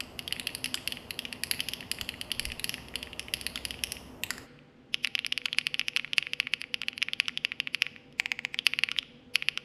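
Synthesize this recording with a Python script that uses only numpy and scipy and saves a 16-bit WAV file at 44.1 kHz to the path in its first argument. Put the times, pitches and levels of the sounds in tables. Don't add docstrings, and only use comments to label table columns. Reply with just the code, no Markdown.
import sys
import numpy as np
from scipy import signal
from scipy.fft import rfft, irfft, next_fast_len
from scipy.io import wavfile

SR = 44100
rng = np.random.default_rng(int(sys.argv[2]) if len(sys.argv) > 2 else 0)


def pcm_store(signal):
    levels = np.round(np.clip(np.atleast_2d(signal), -1, 1) * 32767)
    wavfile.write(sys.argv[1], SR, levels.astype(np.int16).T)


N = 425124
SWITCH_S = 4.46


def amp(db):
    return 10 ** (np.asarray(db) / 20)


def unit(x):
    return x / np.sqrt(np.mean(x ** 2) + 1e-20)


def along(points, hz):
    f, value = np.transpose(points)
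    return np.interp(np.log(hz + 1), np.log(f + 1), value)


def filtered(x, response):
    size = next_fast_len(len(x) + SR // 2)
    spectrum = rfft(x, size) * response(np.fft.rfftfreq(size, 1 / SR))
    return irfft(spectrum, size)[:len(x)]


def add(track, s, sound):
    start = round(s * SR)
    part = sound[max(-start, 0):max(len(track) - start, 0)]
    track[max(start, 0):][:len(part)] += part


def ring(t, hz, db, rise):
    envelope = t / rise * np.exp(1 - t / rise)
    return amp(db) * envelope * np.sin(2 * np.pi * hz * t)


SNAP_HZ = 7650
HOUSING_SPREAD, SNAP_SPREAD, STEM_SPREAD = 0.091, 0.11, 0.017
STEM_LAG_S = 0.000286
HOUSING_SHARE = 0.61


def clack(ring_mix, long_key, cap_db, cap_hz, bright_db):
    plate_db, housing_hz, housing_db, snap_db, stem_hz, stem_db = ring_mix
    spreads = np.array([HOUSING_SPREAD, SNAP_SPREAD, STEM_SPREAD])
    housing_tune, snap_tune, stem_tune = 1 + spreads * rng.standard_normal(size=3)
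    housing_level = cap_db + housing_db + HOUSING_SHARE * bright_db
    treble_db = cap_db + bright_db
    t = np.arange(SR // 140) / SR
    stem_t = np.maximum(t - STEM_LAG_S * rng.random(), 0)
    plate = ring(t, 1446, cap_db + plate_db, rise=0.00061)
    cap = ring(t, cap_hz, cap_db, rise=0.0003)
    housing = ring(t, housing_hz * housing_tune, housing_level, rise=0.00026)
    snap = ring(t, SNAP_HZ * snap_tune, treble_db + snap_db, rise=0.00019)
    stem = ring(stem_t, stem_hz * stem_tune, treble_db + stem_db, rise=0.00016)
    hollow = ring(t, 590, cap_db - 15.5, rise=0.00017) + ring(t, 930, cap_db - 13.5, rise=0.0005)
    wire = ring(t, 13500, treble_db - 11, rise=0.00026)
    return plate + cap + housing + snap + stem + long_key * (hollow + wire)


# (t/s, level/dB, cap f/Hz, brightness/dB)
LETTER_PRESSES = [(.192, -18.5, 2870, -1.5), (.2779, -18, 3350, -3.5), (.3248, -13, 2970, -2),
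                  (.3973, -19.5, 2800, 3.5), (.4708, -14, 3000, -1), (.5498, -23, 2700, 11),
                  (.6432, -15.5, 2830, 2), (.6587, -17.5, 2750, 1), (.8755, -14, 2930, 1.5),
                  (.9224, -17, 3120, -3), (1.1073, -18.5, 2860, 2), (1.191, -16, 3070, -2.5),
                  (1.2522, -19, 2860, -14), (1.327, -19.5, 2640, -3), (1.4356, -16.5, 2520, 7),
                  (1.5125, -11.5, 2690, 6.5), (1.6043, -13.5, 2970, -2), (1.6864, -16.5, 2950, 1),
                  (1.7352, -16.5, 3100, -2.5), (1.8072, -23.5, 2820, -8), (1.915, -14.5, 2810, 5),
                  (2.0906, -15.5, 2940, -4), (2.2131, -18, 2930, -1), (2.3166, -12.5, 3150, -1.5),
                  (2.3957, -13.5, 2740, 2.5), (2.4535, -18.5, 2650, 3), (2.5191, -20, 2710, -7),
                  (2.596, -22.5, 2670, 4.5), (2.6431, -15.5, 2830, 5.5), (2.694, -15, 2830, 1),
                  (2.7414, -17.5, 2680, -5.5), (2.8846, -32, 3030, -2), (2.9565, -14.5, 3040, -2),
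                  (3.0286, -20.5, 2930, -5), (3.195, -17.5, 2770, -0.5), (3.3381, -11.5, 2920, 0.5),
                  (3.4123, -25, 2760, 6.5), (3.4658, -15, 2720, 3.5), (3.5755, -21, 2570, -9),
                  (3.652, -16.5, 2780, 4), (3.7077, -18.5, 3040, -3.5), (3.8372, -12.5, 2940, 2.5),
                  (3.9204, -22.5, 2670, 10.5), (4.9434, -10, 2960, -3), (5.0468, -11, 2700, -1),
                  (5.0727, -20, 2400, 7), (5.1523, -10.5, 2830, -2.5), (5.191, -15.5, 2860, -2.5),
                  (5.2645, -19.5, 2520, 11.5), (5.3244, -12, 2990, -4), (5.3769, -14.5, 2730, 3),
                  (5.4559, -16, 2960, -14), (5.5296, -15.5, 3170, -4), (5.5854, -7.5, 2630, 2.5),
                  (5.6684, -11, 2790, 1.5), (5.7431, -14, 2920, -5), (5.7948, -11.5, 2750, 1.5),
                  (5.8833, -13.5, 2720, 1.5), (5.9636, -10, 2720, 1.5), (6.133, -14, 3000, -6),
                  (6.1753, -37, 2900, 5), (6.1822, -5.5, 2700, 0), (6.3343, -14.5, 2820, -2),
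                  (6.4007, -9, 2650, -1.5), (6.5367, -9.5, 2690, -3.5), (6.6156, -21, 2590, 4.5),
                  (6.7426, -12.5, 2850, -1), (6.8841, -13, 2830, -1.5), (6.9788, -21.5, 2770, 5.5),
                  (7.0192, -16, 2750, -21), (7.0267, -10.5, 2680, -1), (7.134, -14.5, 3170, -3),
                  (7.2003, -7, 2670, -1), (7.3745, -14.5, 3160, -6), (7.4492, -10, 2730, -4),
                  (7.6014, -12, 2830, -5), (7.7467, -12, 2670, 0), (7.821, -7, 2660, -2.5),
                  (8.1258, -46.5, 3000, 5), (8.5895, -12, 3180, -8), (8.6669, -4, 2790, 3.5),
                  (8.789, -12, 2650, -2), (8.8359, -7.5, 2660, -2), (8.987, -9.5, 3200, -5),
                  (9.3566, -6.5, 2750, 3.5), (9.4858, -8, 2740, -2.5)]
# (t/s, level/dB, cap f/Hz)
LETTER_RELEASES = [(.3099, -28, 2340), (.3646, -24.5, 2350), (0.4136, -30, 2560), (0.492, -25.5, 2590),
                   (.7756, -23, 2480), (.9712, -23.5, 2560), (1.5372, -22.5, 2420), (1.594, -21.5, 2580),
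                   (1.8274, -29, 2250), (1.9865, -24, 2380), (2.1406, -26.5, 2340), (2.3041, -30, 2440),
                   (2.502, -24, 2550), (2.781, -28.5, 2190), (2.94, -29, 2280), (3.072, -29.5, 2260),
                   (3.1313, -24.5, 2800), (3.2839, -24.5, 2500), (3.742, -26.5, 2550),
                   (3.7907, -30.5, 2830), (3.9686, -26.5, 2620), (4.59, -42, 2650), (5.0546, -22, 2560),
                   (5.1798, -26, 2440), (5.2472, -16.5, 2860), (5.3219, -22, 2800), (5.417, -30.5, 2440),
                   (5.4841, -26, 2370), (5.6126, -25.5, 2870), (5.75, -27, 2620), (5.8133, -17.5, 2620),
                   (5.9345, -36, 2580), (5.9962, -17.5, 2550), (6.0464, -20.5, 2290), (6.2263, -19.5, 2730),
                   (6.269, -20, 2360), (6.4294, -33, 2630), (6.4707, -18.5, 2390), (6.6401, -24, 2360),
                   (6.834, -22.5, 2550), (7.0854, -18, 2350), (7.257, -30.5, 2880), (7.2938, -25.5, 2200),
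                   (7.5192, -17.5, 2430), (7.6731, -17, 2560), (7.866, -19.5, 2390), (7.9626, -30.5, 2360),
                   (8.7358, -14, 2530), (8.8882, -17.5, 2400), (8.9644, -23.5, 2340), (9.4242, -17, 2530)]
# (t/s, level/dB, cap f/Hz, brightness/dB)
SPACE_BAR_HITS = [(.0052, -17, 2750, 0.5), (.7432, -13, 3240, 2), (.7535, -39, 3380, 22),
                  (2.012, -16.5, 3170, 1), (3.5576, -17, 3450, 0), (5.4582, -13.5, 2920, 6),
                  (5.547, -29, 2500, -15), (5.971, -14.5, 2940, 1), (6.0773, -35, 2540, -16),
                  (6.8166, -19, 2900, 2.5), (6.9304, -31, 2600, -16), (7.2827, -14, 2940, 1),
                  (8.9156, -16.5, 2900, -1), (9.0285, -29.5, 2580, -10), (9.575, -15.5, 2850, -2)]
# (t/s, level/dB, cap f/Hz, brightness/dB)
ENTER_HITS = [(4.3059, -16.5, 1920, 1.5), (4.3808, -31, 1710, 0)]
# (t/s, level/dB, cap f/Hz, brightness/dB)
LONG_KEY_HITS = [(4.2358, -14.5, 2810, -1), (8.1988, -8.5, 2340, -0.5), (8.2587, -14.5, 2380, -5.5),
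                 (8.3176, -11.5, 2330, -1.5), (8.391, -19, 2240, -8), (8.45, -13.5, 2360, -3),
                 (8.544, -18, 2240, -4.5)]
# (plate level/dB, housing f/Hz, housing level/dB, snap level/dB, stem f/Hz, stem level/dB)
PRESS_MIX = (-32.5, 4678, -5, -19.5, 10722.5, -8)
RELEASE_MIX = (-24.5, 4593, -33.5, -28.5, 10853, -21.5)
SPACE_MIX = (-12.5, 5099.5, -5.5, -12, 11000, -13)
ENTER_MIX = (-6.5, 4972, -2.5, -6, 11156.5, -9)
LONG_MIX = (-23.5, 4800, -8, -6, 10800, -18)


def keystrokes(start, end, bright_db):
    releases = [(*row, 0) for row in LETTER_RELEASES]
    kinds = [(LETTER_PRESSES, PRESS_MIX, False), (releases, RELEASE_MIX, False),
             (SPACE_BAR_HITS, SPACE_MIX, False), (ENTER_HITS, ENTER_MIX, False),
             (LONG_KEY_HITS, LONG_MIX, True)]
    hits = []
    for rows, ring_mix, long_key in kinds:
        for s, db, hz, bright in rows:
            if start <= s < end:
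                hits.append((s, clack(ring_mix, long_key, db, hz, bright + bright_db)))
    return hits


# (f/Hz, mean level/dB, t60/s)
CASE_MODES = [(780, -51, .13), (1130, -53.5, .13), (1420, -56, .13), (8200, -43, .02), (13950, -32, .035)]


def case_ring():
    t = np.arange(SR // 8) / SR
    total = np.zeros(len(t))
    for hz, db, t60 in CASE_MODES:
        total += amp(db + rng.normal(0, 2) - 60 * t / t60) * np.sin(2 * np.pi * hz * t)
    return total


def scatter(envelope):
    return envelope * rng.standard_normal(len(envelope)) / np.linalg.norm(envelope)


# (f/Hz, t60/s)
ROOM_DECAY = [(300, 1.6), (2800, 0.88), (6000, 0.79), (12000, 0.61)]


def room_tail():
    hz, t, bins = signal.stft(rng.standard_normal(SR * 3 // 5), SR, nperseg=256)
    decay = amp(-60 * t / along(ROOM_DECAY, hz)[:, None])
    tail = signal.istft(bins * decay, SR, nperseg=256)[1]
    return tail / np.linalg.norm(tail)


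def typing(keys, echoes, rattle_db, rattle_t60, room_db, slide_db):
    track = np.zeros(N)
    t = np.arange(SR // 25) / SR
    walls = room_tail()
    for s, hit in keys:
        path = amp(room_db) * (walls + room_tail()) / np.sqrt(2)
        path[0] += 1
        add(path, 0, case_ring())
        add(path, .001, amp(rattle_db) * scatter(amp(-60 * t / rattle_t60)))
        for delay, db in echoes:
            path[round(abs(delay * rng.normal(1, .04)) * SR)] += amp(db)
        add(track, s, signal.fftconvolve(hit, path))
        rub = np.diff(scatter(np.linspace(0, 1, SR // 45)))
        slide = amp(slide_db + rng.normal(0, 5.2)) * rub
        add(track, s - len(slide) / SR, signal.fftconvolve(hit, slide))
    return track


# (f/Hz, level/dB)
AIRY_RESPONSE = [(200, -16), (900, -8), (1400, -4.5), (1900, 4), (2300, -3.5), (2800, 0.5), (6000, -4),
                 (11500, -3), (12600, -3.5), (14000, -5.5)]


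def airy_microphone():
    keys = typing(keystrokes(0, SWITCH_S, bright_db=5.0),
                  echoes=[(.00068, -18.5), (.0042, -32.5), (.0082, -17), (.033, -20.5)],
                  rattle_db=-5, rattle_t60=0.016, room_db=-11, slide_db=-29.5)
    toned = filtered(keys, lambda hz: amp(along(AIRY_RESPONSE, hz)))
    return toned + amp(-50.0) * noise(AIRY_NOISE) + fan(AIRY_FAN) + rumble()


# (f/Hz, level/dB)
CLOSE_RESPONSE = [(200, -19), (650, -12), (1000, -3.5), (1800, 3), (5000, 2), (8000, -3.5), (11000, -3),
                  (12500, -8.5), (14000, -21)]


def close_microphone():
    before = keystrokes(SWITCH_S - .5, SWITCH_S, bright_db=-3.0)
    hanging = [(s, amp(7) * hit) for s, hit in before]
    keys = typing(hanging + keystrokes(SWITCH_S, N / SR, bright_db=-4.5),
                  echoes=[(.0024, -51), (.0068, -23)],
                  rattle_db=-14.0, rattle_t60=0.011, room_db=-21.5, slide_db=-23.5)
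    toned = filtered(keys, lambda hz: amp(along(CLOSE_RESPONSE, hz)))
    return toned + amp(-57.0) * noise(CLOSE_NOISE) + fan(CLOSE_FAN)


# (f/Hz, level/dB)
AIRY_FAN = [(236, -60.5), (255, -58.5), (469, -65), (615, -67)]
CLOSE_FAN = [(145.5, -65.5), (236, -67), (254, -68), (490, -67.5), (791, -74)]
HUM_WIDTH_HZ = 4.2


def fan(lines):
    def shape(f):
        return sum(amp(db) / (1 + ((f - hz) / HUM_WIDTH_HZ) ** 2) for hz, db in lines)
    level = np.linalg.norm([amp(db) for hz, db in lines])
    return level * unit(filtered(rng.standard_normal(N), shape))


def narrow(centre_hz, width):
    return unit(filtered(rng.standard_normal(N), lambda hz: 1 / (1 + ((hz - centre_hz) / width) ** 2)))


# (t/s, peak level/dB, fade on either side/dB per s)
LOW_THUMPS = [(2.02, -44.5, 359), (2.48, -40.5, 120)]
# (start t/s, end t/s, level while on/dB, level otherwise/dB, fade/s)
DRONE_SWELL = (2.88, 4.1, -53, -68, .15)
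DRONE_HZ, DRONE_WAVER = 64, .35


def rumble():
    t = np.arange(N) / SR
    thumps = sum(amp(db - fade * abs(t - s)) for s, db, fade in LOW_THUMPS)
    start, end, on_db, off_db, fade_s = DRONE_SWELL
    outside_s = np.maximum(start - t, t - end)
    swell = amp(np.interp(outside_s, [0, fade_s], [on_db, off_db]))
    drone = np.sin(2 * np.pi * DRONE_HZ * t) + DRONE_WAVER * narrow(DRONE_HZ, width=5)
    return thumps * narrow(45, width=46) + swell * drone


# (f/Hz, relative level per Hz/dB)
AIRY_NOISE = [(15, -26), (25, -10.5), (95, 0.5), (172, -2.5), (264, -4.5), (344, -5), (1060, -12.5),
              (1670, -21), (4040, -36.5), (5570, -41.5), (6200, -34), (7890, -38.5), (12100, -37.5),
              (13800, -33), (15000, -74.5)]
CLOSE_NOISE = [(15, -75), (25, -21), (106, -16.5), (142, -14), (202, -17), (224, -9.5), (250, -8),
               (286, -15.5), (318, -17), (420, -21), (488, -17.5), (729, -30), (3090, -34), (3830, -40),
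               (15000, -70)]


def noise(spectrum):
    return unit(filtered(rng.standard_normal(N), lambda hz: amp(along(spectrum, hz))))


def scene():
    close = np.clip((np.arange(N) / SR - SWITCH_S) / 0.04 + .5, 0, 1)
    mix = (1 - close) * airy_microphone() + close * close_microphone()
    return mix[None]


CEILING, TOP_HZ = .86, 14500


def record(dry):
    rounded = dry / (1 + (dry / CEILING) ** 6) ** (1 / 6)
    return np.array([filtered(x, lambda hz: 1 / np.sqrt(1 + (hz / TOP_HZ) ** 80)) for x in rounded])


dry = scene()
out = record(dry)
pcm_store(out)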